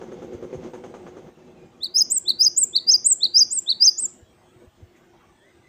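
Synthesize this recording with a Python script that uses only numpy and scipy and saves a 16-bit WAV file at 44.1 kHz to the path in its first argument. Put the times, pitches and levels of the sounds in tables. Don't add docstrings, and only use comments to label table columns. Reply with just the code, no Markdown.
import sys
import numpy as np
from scipy import signal
from scipy.fft import rfft, irfft, next_fast_len
from scipy.io import wavfile
from scipy.ndimage import uniform_filter1d, minimum_filter1d, map_coordinates

SR = 44100
rng = np.random.default_rng(int(sys.argv[2]) if len(sys.argv) > 2 else 0)


def wav_out(sig):
    wavfile.write(sys.argv[1], SR, np.round(np.clip(np.atleast_2d(sig).T, -1, 1) * 32767).astype(np.int16))


N = 250488
TIME = np.arange(N) / SR


def amp(db):
    return 10 ** (np.asarray(db) / 20)


def unit(x):
    return x / np.sqrt(np.mean(x ** 2) + 1e-20)


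def along(points, hz):
    f, v = np.transpose(points)
    return np.interp(np.log(hz + 1), np.log(f + 1), v)


def curve(rows):
    return np.interp(TIME, *np.transpose(rows))


def wobble(rate):
    return map_coordinates(rng.standard_normal(int(N * rate / SR) + 4), [TIME * rate])


def filtered(x, response):
    m = next_fast_len(N + SR // 2)
    return irfft(rfft(x, m) * response(np.fft.rfftfreq(m, 1 / SR)), m)[:N]


def resonance(f, hz, width):
    return 1j * f * width / (hz * hz - f * f + 1j * f * width)


def noise(spectrum):
    return unit(filtered(rng.standard_normal(N), lambda f: amp(along(spectrum, f))))


def band_noise(hz, width):
    return unit(filtered(rng.standard_normal(N), lambda f: resonance(f, hz, width) ** 2))


def gate(start, end, edge):
    return np.sin(np.pi / 2 * np.clip(np.minimum(TIME - start, end - TIME) / edge + .5, 0, 1)) ** 2


# frequency in Hz, relative level in dB.
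HUSH_SPECTRUM = [(18, -43.5), (30, -12.5), (98, -1.5), (226, -8), (294, -10.5), (353, 5.5), (424, -12.5),
                 (566, -15.5), (645, -10.5), (2950, -20.5), (3360, -21), (4490, -28), (7010, -27),
                 (11800, -46), (15800, -37.5)]

def village_hush(patchy_db=4.0, level_db=-58):
    spectrogram = signal.stft(noise(HUSH_SPECTRUM), nperseg=1024)[2]
    patches = uniform_filter1d(rng.standard_normal(spectrogram.shape), size=3, axis=0)
    patches = unit(uniform_filter1d(patches, size=8, axis=1))
    hush = signal.istft(spectrogram * amp(patchy_db * patches), nperseg=1024)[1][:N]
    return amp(level_db) * unit(hush)


# frequency in Hz, seconds to die away by 60 dB.
YARD_DECAY = [(300, 0.53), (4000, 0.22), (6000, 0.41), (8000, 0.29), (14000, 0.15)]

def yard(x, build_s=0.018):
    hz, t, spectrogram = signal.stft(rng.standard_normal(SR // 2), SR, nperseg=256)
    decay = amp(-60 * t / along(YARD_DECAY, hz)[:, None])
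    tail = signal.istft(spectrogram * decay, SR, nperseg=256)[1]
    tail *= 1 - np.exp(-(np.arange(len(tail)) / SR / build_s) ** 2)
    return signal.fftconvolve(x, tail / np.linalg.norm(tail))[:N]


# time in seconds, level in dB before the layer trims.
WASH_FADE = [(0.0, -41.5), (0.57, -43.5), (0.74, -41), (1.47, -49), (4.71, -60.5), (5.31, -63.5),
             (5.68, -64.5)]
# frequency in Hz, relative level in dB.
DRONE_SPECTRUM = [(29, -29), (50, -13), (123, -11), (161, -3), (205, -3.5), (243, 0), (285, -9.5), (358, 4),
                  (420, -13.5), (486, -2.5), (555, -13), (625, -10), (705, -19), (774, -10.5),
                  (1200, -35.5), (1560, -56), (2640, -120)]
RATTLE_SPECTRUM = [(590, -25), (1000, -7), (1110, 0), (1920, -9), (2140, -3), (2310, -9), (3400, -9.5),
                   (3950, -16), (5630, -15.5), (6270, -11.5), (8650, -30), (13000, -44.5)]

def engine_wash(drone_db=-1.5, rattle_db=-17.5, rattle_fade=1.35):
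    wash_db = curve(WASH_FADE)
    peak_db = wash_db.max()
    drone = amp(wash_db + drone_db) * noise(DRONE_SPECTRUM)
    rattle = amp(peak_db + rattle_db + rattle_fade * (wash_db - peak_db)) * noise(RATTLE_SPECTRUM)
    return amp(3.6 * wobble(23)) * (drone + rattle)


FIRING_RUNS = [(.014, 1.0), (1.065, 1.62)]
# time in seconds, relative thump and bark levels in dB.
EXHAUST_LEVELS = [(0, -32, -37.5), (.42, -28, -43), (.53, -25.5, -40), (.63, -35.5, -41), (.74, -31, -35.5),
                  (1.0, -37.5, -36), (1.17, -36, -41), (1.28, -50, -52), (1.6, -51, -58)]
# frequency in Hz, width in Hz, relative level in dB.
PIPE_MODES = [(165.6, 34, -14.5), (232.5, 4.6, -1), (367.5, 87, 5.5), (533, 50, 4), (720, 34, -48)]
# frequency in Hz, relative level in dB.
BARK_SPECTRUM = [(400, -16.5), (700, 1.5), (1150, -5.5), (1600, -10), (2150, -16.5), (3200, -22.5),
                 (4300, -31), (6000, -28), (9000, -46), (14000, -60)]
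TICK_SPECTRUM = [(3500, -6.5), (5400, -17), (6400, 2.5), (7400, -12.5), (8500, -17), (11000, -25),
                 (15000, -32)]

def engine_beats(firing_hz=9.72, slap_s=0.0081, slap_loss_db=-0.7, bark_loss_db=-2, pop_s=0.0025,
                 tick_s=0.015, thump_db=37, bark_db=1.0, tick_db=-24, echo_db=-11, wet_db=-13):
    puffs, bark_power, ticks = np.zeros((3, N))
    t = np.arange(SR // 10) / SR
    pop = np.exp(-t / pop_s) * (1 - np.exp(-t / 0.001)) ** 2
    tick = t / tick_s * np.exp(1 - t / tick_s)
    firings = np.concatenate([np.arange(start, end, 1 / firing_hz) for start, end in FIRING_RUNS])
    when, *levels = np.transpose(EXHAUST_LEVELS)
    for start in firings:
        puff_db, pop_db = (np.interp(start, when, level) for level in levels)
        for bounce, (late, louder) in enumerate(rng.standard_normal(size=(4, 2))):
            at = round((start + bounce * slap_s + min(bounce, 1) * 0.00058 * late) * SR)
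            loss_db = bounce * slap_loss_db + 0.58 * louder
            puffs[at] += amp(puff_db + loss_db + thump_db)
            bark_power[at:at + len(t)] += amp(pop_db + loss_db + bounce * bark_loss_db) ** 2 * pop
        ticks[round(start * SR):][:len(t)] += amp((pop_db + puff_db) / 2) * tick
    modes = lambda f: sum((-1) ** k * amp(db) * resonance(f, hz, width)
                          for k, (hz, width, db) in enumerate(PIPE_MODES))
    thumps = filtered(puffs, lambda f: modes(f) / (1 + 1j * f / 1100) ** 2)
    bark = amp(bark_db) * np.sqrt(bark_power) * noise(BARK_SPECTRUM)
    valves = amp(tick_db) * ticks * noise(TICK_SPECTRUM)
    beats = thumps + bark + valves
    echo = amp(echo_db) * np.interp(TIME - .06, TIME, thumps)
    return beats + echo + amp(wet_db) * yard(beats)


# start in seconds, envelope peak in dB, pitch in Hz.
BUMP_HITS = [(0.344, -36.5, 90), (.431, -42, 85), (.546, -32, 141), (0.569, -36, 85), (4.222, -43.5, 85),
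             (4.558, -47, 118), (4.67, -44.5, 79.4), (4.823, -36.5, 92)]

def bumps(rise_s=0.0091):
    out = np.zeros(N)
    for start, db, hz in BUMP_HITS:
        t = np.maximum(TIME - start, 0)
        envelope = (t / rise_s) ** 2 * np.exp(2 - 2 * t / rise_s)
        out += amp(db) * envelope * np.sin(2 * np.pi * hz * t)
    return out


# start and end in seconds, level in dB.
INSECT_TRILLS = [(.66, 1.07, -76), (4.283, 4.667, -76), (5.27, 5.681, -78.5)]

def insect(buzz_hz=8100, width_hz=450, whine_hz=13680, drift_hz=50, whine_db=-83.5, swell_db=2.5):
    trills = sum(amp(db) * gate(start, end, .03) for start, end, db in INSECT_TRILLS)
    buzz = trills * band_noise(buzz_hz, width_hz)
    pitch = whine_hz + drift_hz * (wobble(2) + wobble(300))
    swell = amp(whine_db + swell_db * (wobble(3) + wobble(12)))
    return buzz + swell * np.sin(2 * np.pi * np.cumsum(pitch) / SR)


# start and length in seconds, first and last pitch in Hz, relative level in dB.
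FAR_BIRD_CALLS = [(1.355, 0.075, 2700, 2660, -68), (1.551, 0.087, 2550, 2380, -63.5),
                  (3.903, 0.052, 3500, 3380, -67), (4.248, 0.065, 3306, 3270, -65.5),
                  (4.458, 0.067, 3448, 3320, -67.5), (5.35, .12, 3380, 3420, -67),
                  (5.41, 0.095, 1750, 2157, -57), (5.642, 0.057, 1984, 2125, -56)]

def far_birds(waver=0.018, direct_db=-3, wet_db=-6):
    calls = np.zeros(N)
    unsteady = 1 + waver * wobble(400)
    for start, length, first_hz, last_hz, db in FAR_BIRD_CALLS:
        pitch = np.interp(TIME, [start, start + length], [first_hz, last_hz]) * unsteady
        calls += amp(db) * gate(start, start + length, .025) * np.sin(2 * np.pi * np.cumsum(pitch) / SR)
    return amp(direct_db) * calls + amp(wet_db) * yard(calls)


def cage(x, decay_s=0.0044):
    t = np.arange(SR // 16) / SR
    flurry = rng.standard_normal(len(t)) * t / decay_s * np.exp(-t / decay_s)
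    return signal.fftconvolve(x, flurry / np.linalg.norm(flurry))[:N]


# frequency in Hz, relative level in dB.
BREATH_SPECTRUM = [(6000, -39), (10000, -2.5), (12000, 0), (14000, -6.5), (15500, -14)]
BEAK_EQ = [(7000, 1.5), (8200, -3.5), (9200, -6.5), (10000, 0.5), (11500, -11), (12800, -5), (13700, -2.5),
           (14700, 6), (15300, -2), (15560, -15.5)]
# time in seconds, gain in dB.
BEAK_AIM = [(1.8, 7.5), (2.15, 8.5), (2.5, 1.5), (2.9, -3.5), (3.4, -3.5), (3.7, -4.5), (4.1, -6)]
# frequency in Hz, width in Hz, depth in dB.
REFLECTION_NOTCHES = [(3890, 270, -5.5), (4326, 180, -16.5), (5460, 160, -6.5), (5910, 250, -15.5),
                      (7700, 260, -2.5)]

def whistles(arch, notes, level_db, second_db, step_db, rasp_db, rasp_hz, wet_db, hiss_db,
             edge_s=.004, jitter=.0015, shimmer_db=1.8, drive=.2, overtone_rasp=0.084, cage_db=-13):
    place, arch_hz, arch_db = np.transpose(arch)
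    pitch, envelope = np.full(N, arch_hz[0]), np.zeros(N)
    for start, length, ratio, note_db in notes:
        end = start + length
        on = (TIME > start - 2 * edge_s) & (TIME < end + 2 * edge_s)
        progress = (TIME[on] - start) / length
        pitch[on] = ratio * np.interp(progress, place, arch_hz)
        contour_db = np.interp(progress, place, arch_db) + note_db + level_db
        envelope[on] = amp(contour_db) * gate(start, end, edge_s)[on]
    pitch = uniform_filter1d(pitch, size=90)
    phase = 2 * np.pi * np.cumsum(pitch * (1 + jitter * wobble(640))) / SR
    envelope *= amp(shimmer_db * wobble(250))
    tone = envelope * np.sin(phase)
    sidebands = amp(rasp_db) * wobble(2 * rasp_hz) * tone
    rasp = filtered(sidebands, lambda f: 1 / (1 + (arch_hz[0] / (f + 1)) ** 10))
    strain = envelope * (envelope / envelope.max()) ** drive
    roughness = amp(1.9 * wobble(150)) * (1 + overtone_rasp * wobble(2 * rasp_hz))
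    harmonics = sum(amp(second_db + (k - 2) * step_db) * np.sin(k * phase) * (k * pitch < SR / 2)
                    for k in range(2, 5))
    breath = amp(hiss_db) * noise(BREATH_SPECTRUM)
    overtones = filtered(strain * roughness * (harmonics + breath), lambda f: amp(along(BEAK_EQ, f)))
    overtones += amp(cage_db) * cage(overtones)
    notches = lambda f: np.prod([1 - (1 - amp(db)) * resonance(f, hz, width)
                                 for hz, width, db in REFLECTION_NOTCHES], axis=0)
    direct = filtered(tone + rasp + amp(curve(BEAK_AIM)) * overtones, notches)
    return direct + amp(wet_db) * yard(tone + amp(0.5) * overtones)


# place in the note from 0 to 1, base pitch in Hz, relative level in dB.
LOW_GLIDE = [(0, 3340, -34), (.16, 3520, -25), (.345, 3740, -16), (.47, 4080, -1), (.628, 4650, -1),
             (.68, 4440, -4), (.81, 4040, -2), (.92, 3800, -12), (1, 3700, -8)]
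MIDDLE_GLIDE = [(0, 4660, -34), (.12, 4760, -12), (.275, 4930, 0), (.43, 5330, -2), (.56, 6330, -4),
                (.645, 6390, -3), (.727, 5380, -3), (.805, 4950, 0), (.92, 4790, -1), (1, 5060, -10)]
HIGH_GLIDE = [(0, 6600, -17), (.172, 7170, -4), (.258, 7770, 0), (.344, 8370, -6), (.43, 8570, -12),
              (.573, 8350, -8), (.743, 7860, -2), (.93, 7260, -2), (1, 6880, -12)]
# start and length in seconds, pitch ratio, relative level in dB.
LOW_CUES = [(1.805, 0.064, 1, -15), (2.253, 0.066, 0.99, -10), (2.729, 0.06, 1, -8.5),
            (3.203, .064, 1.002, -7.5), (3.662, 0.067, 0.99, -7)]
MIDDLE_CUES = [(1.94, .088, 1.032, -7.5), (2.387, 0.096, 1.0114, -7), (2.866, 0.097, 1, -5.5),
               (3.335, 0.099, 0.999, -4.5), (3.798, 0.1, 1, -5)]
HIGH_CUES = [(2.101, .086, 1.015, -13.5), (2.563, 0.083, 1, -9.5), (3.045, 0.09, 1.005, -8.5),
             (3.505, 0.093, 1.004, -15.5), (3.974, 0.091, 0.99, -17)]

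def tit():
    low = whistles(LOW_GLIDE, LOW_CUES, level_db=-0.5, second_db=-27.5, step_db=-7.0,
                   rasp_db=-36.5, rasp_hz=2382, wet_db=-22.0, hiss_db=-60)
    middle = whistles(MIDDLE_GLIDE, MIDDLE_CUES, level_db=-1.0, second_db=-31.0, step_db=-3.0,
                      rasp_db=-37.0, rasp_hz=1316, wet_db=-24.5, hiss_db=-51)
    high = whistles(HIGH_GLIDE, HIGH_CUES, level_db=1.0, second_db=-26.75, step_db=-4.5,
                    rasp_db=-24.0, rasp_hz=690, wet_db=-23.0, hiss_db=-64.5)
    return low + middle + high


# start and length in seconds, centre in Hz, level in dB.
SCUFF_CUES = [(4.379, 0.115, 775, -61.5), (4.95, 0.037, 2087, -64), (4.957, .033, 6500, -71.5),
              (5.129, 0.042, 770, -59), (5.206, 0.056, 1200, -61.5)]

def scuffs(spread=0.5):
    return sum(amp(db) * gate(start, start + length, 0.026) * band_noise(hz, spread * hz)
               for start, length, hz, db in SCUFF_CUES)


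def scene():
    engine = engine_wash() + engine_beats()
    return (village_hush() + engine + bumps() + insect() + far_birds() + tit() + scuffs())[None]


def record(dry):
    ceiling, top_hz = .56, 15560
    needed = ceiling / np.maximum(np.abs(dry[0]), ceiling)
    gain = uniform_filter1d(minimum_filter1d(needed, size=220), size=220)
    return filtered(gain * dry[0], lambda f: f < top_hz)[None]


dry = scene()
out = record(dry)
wav_out(out)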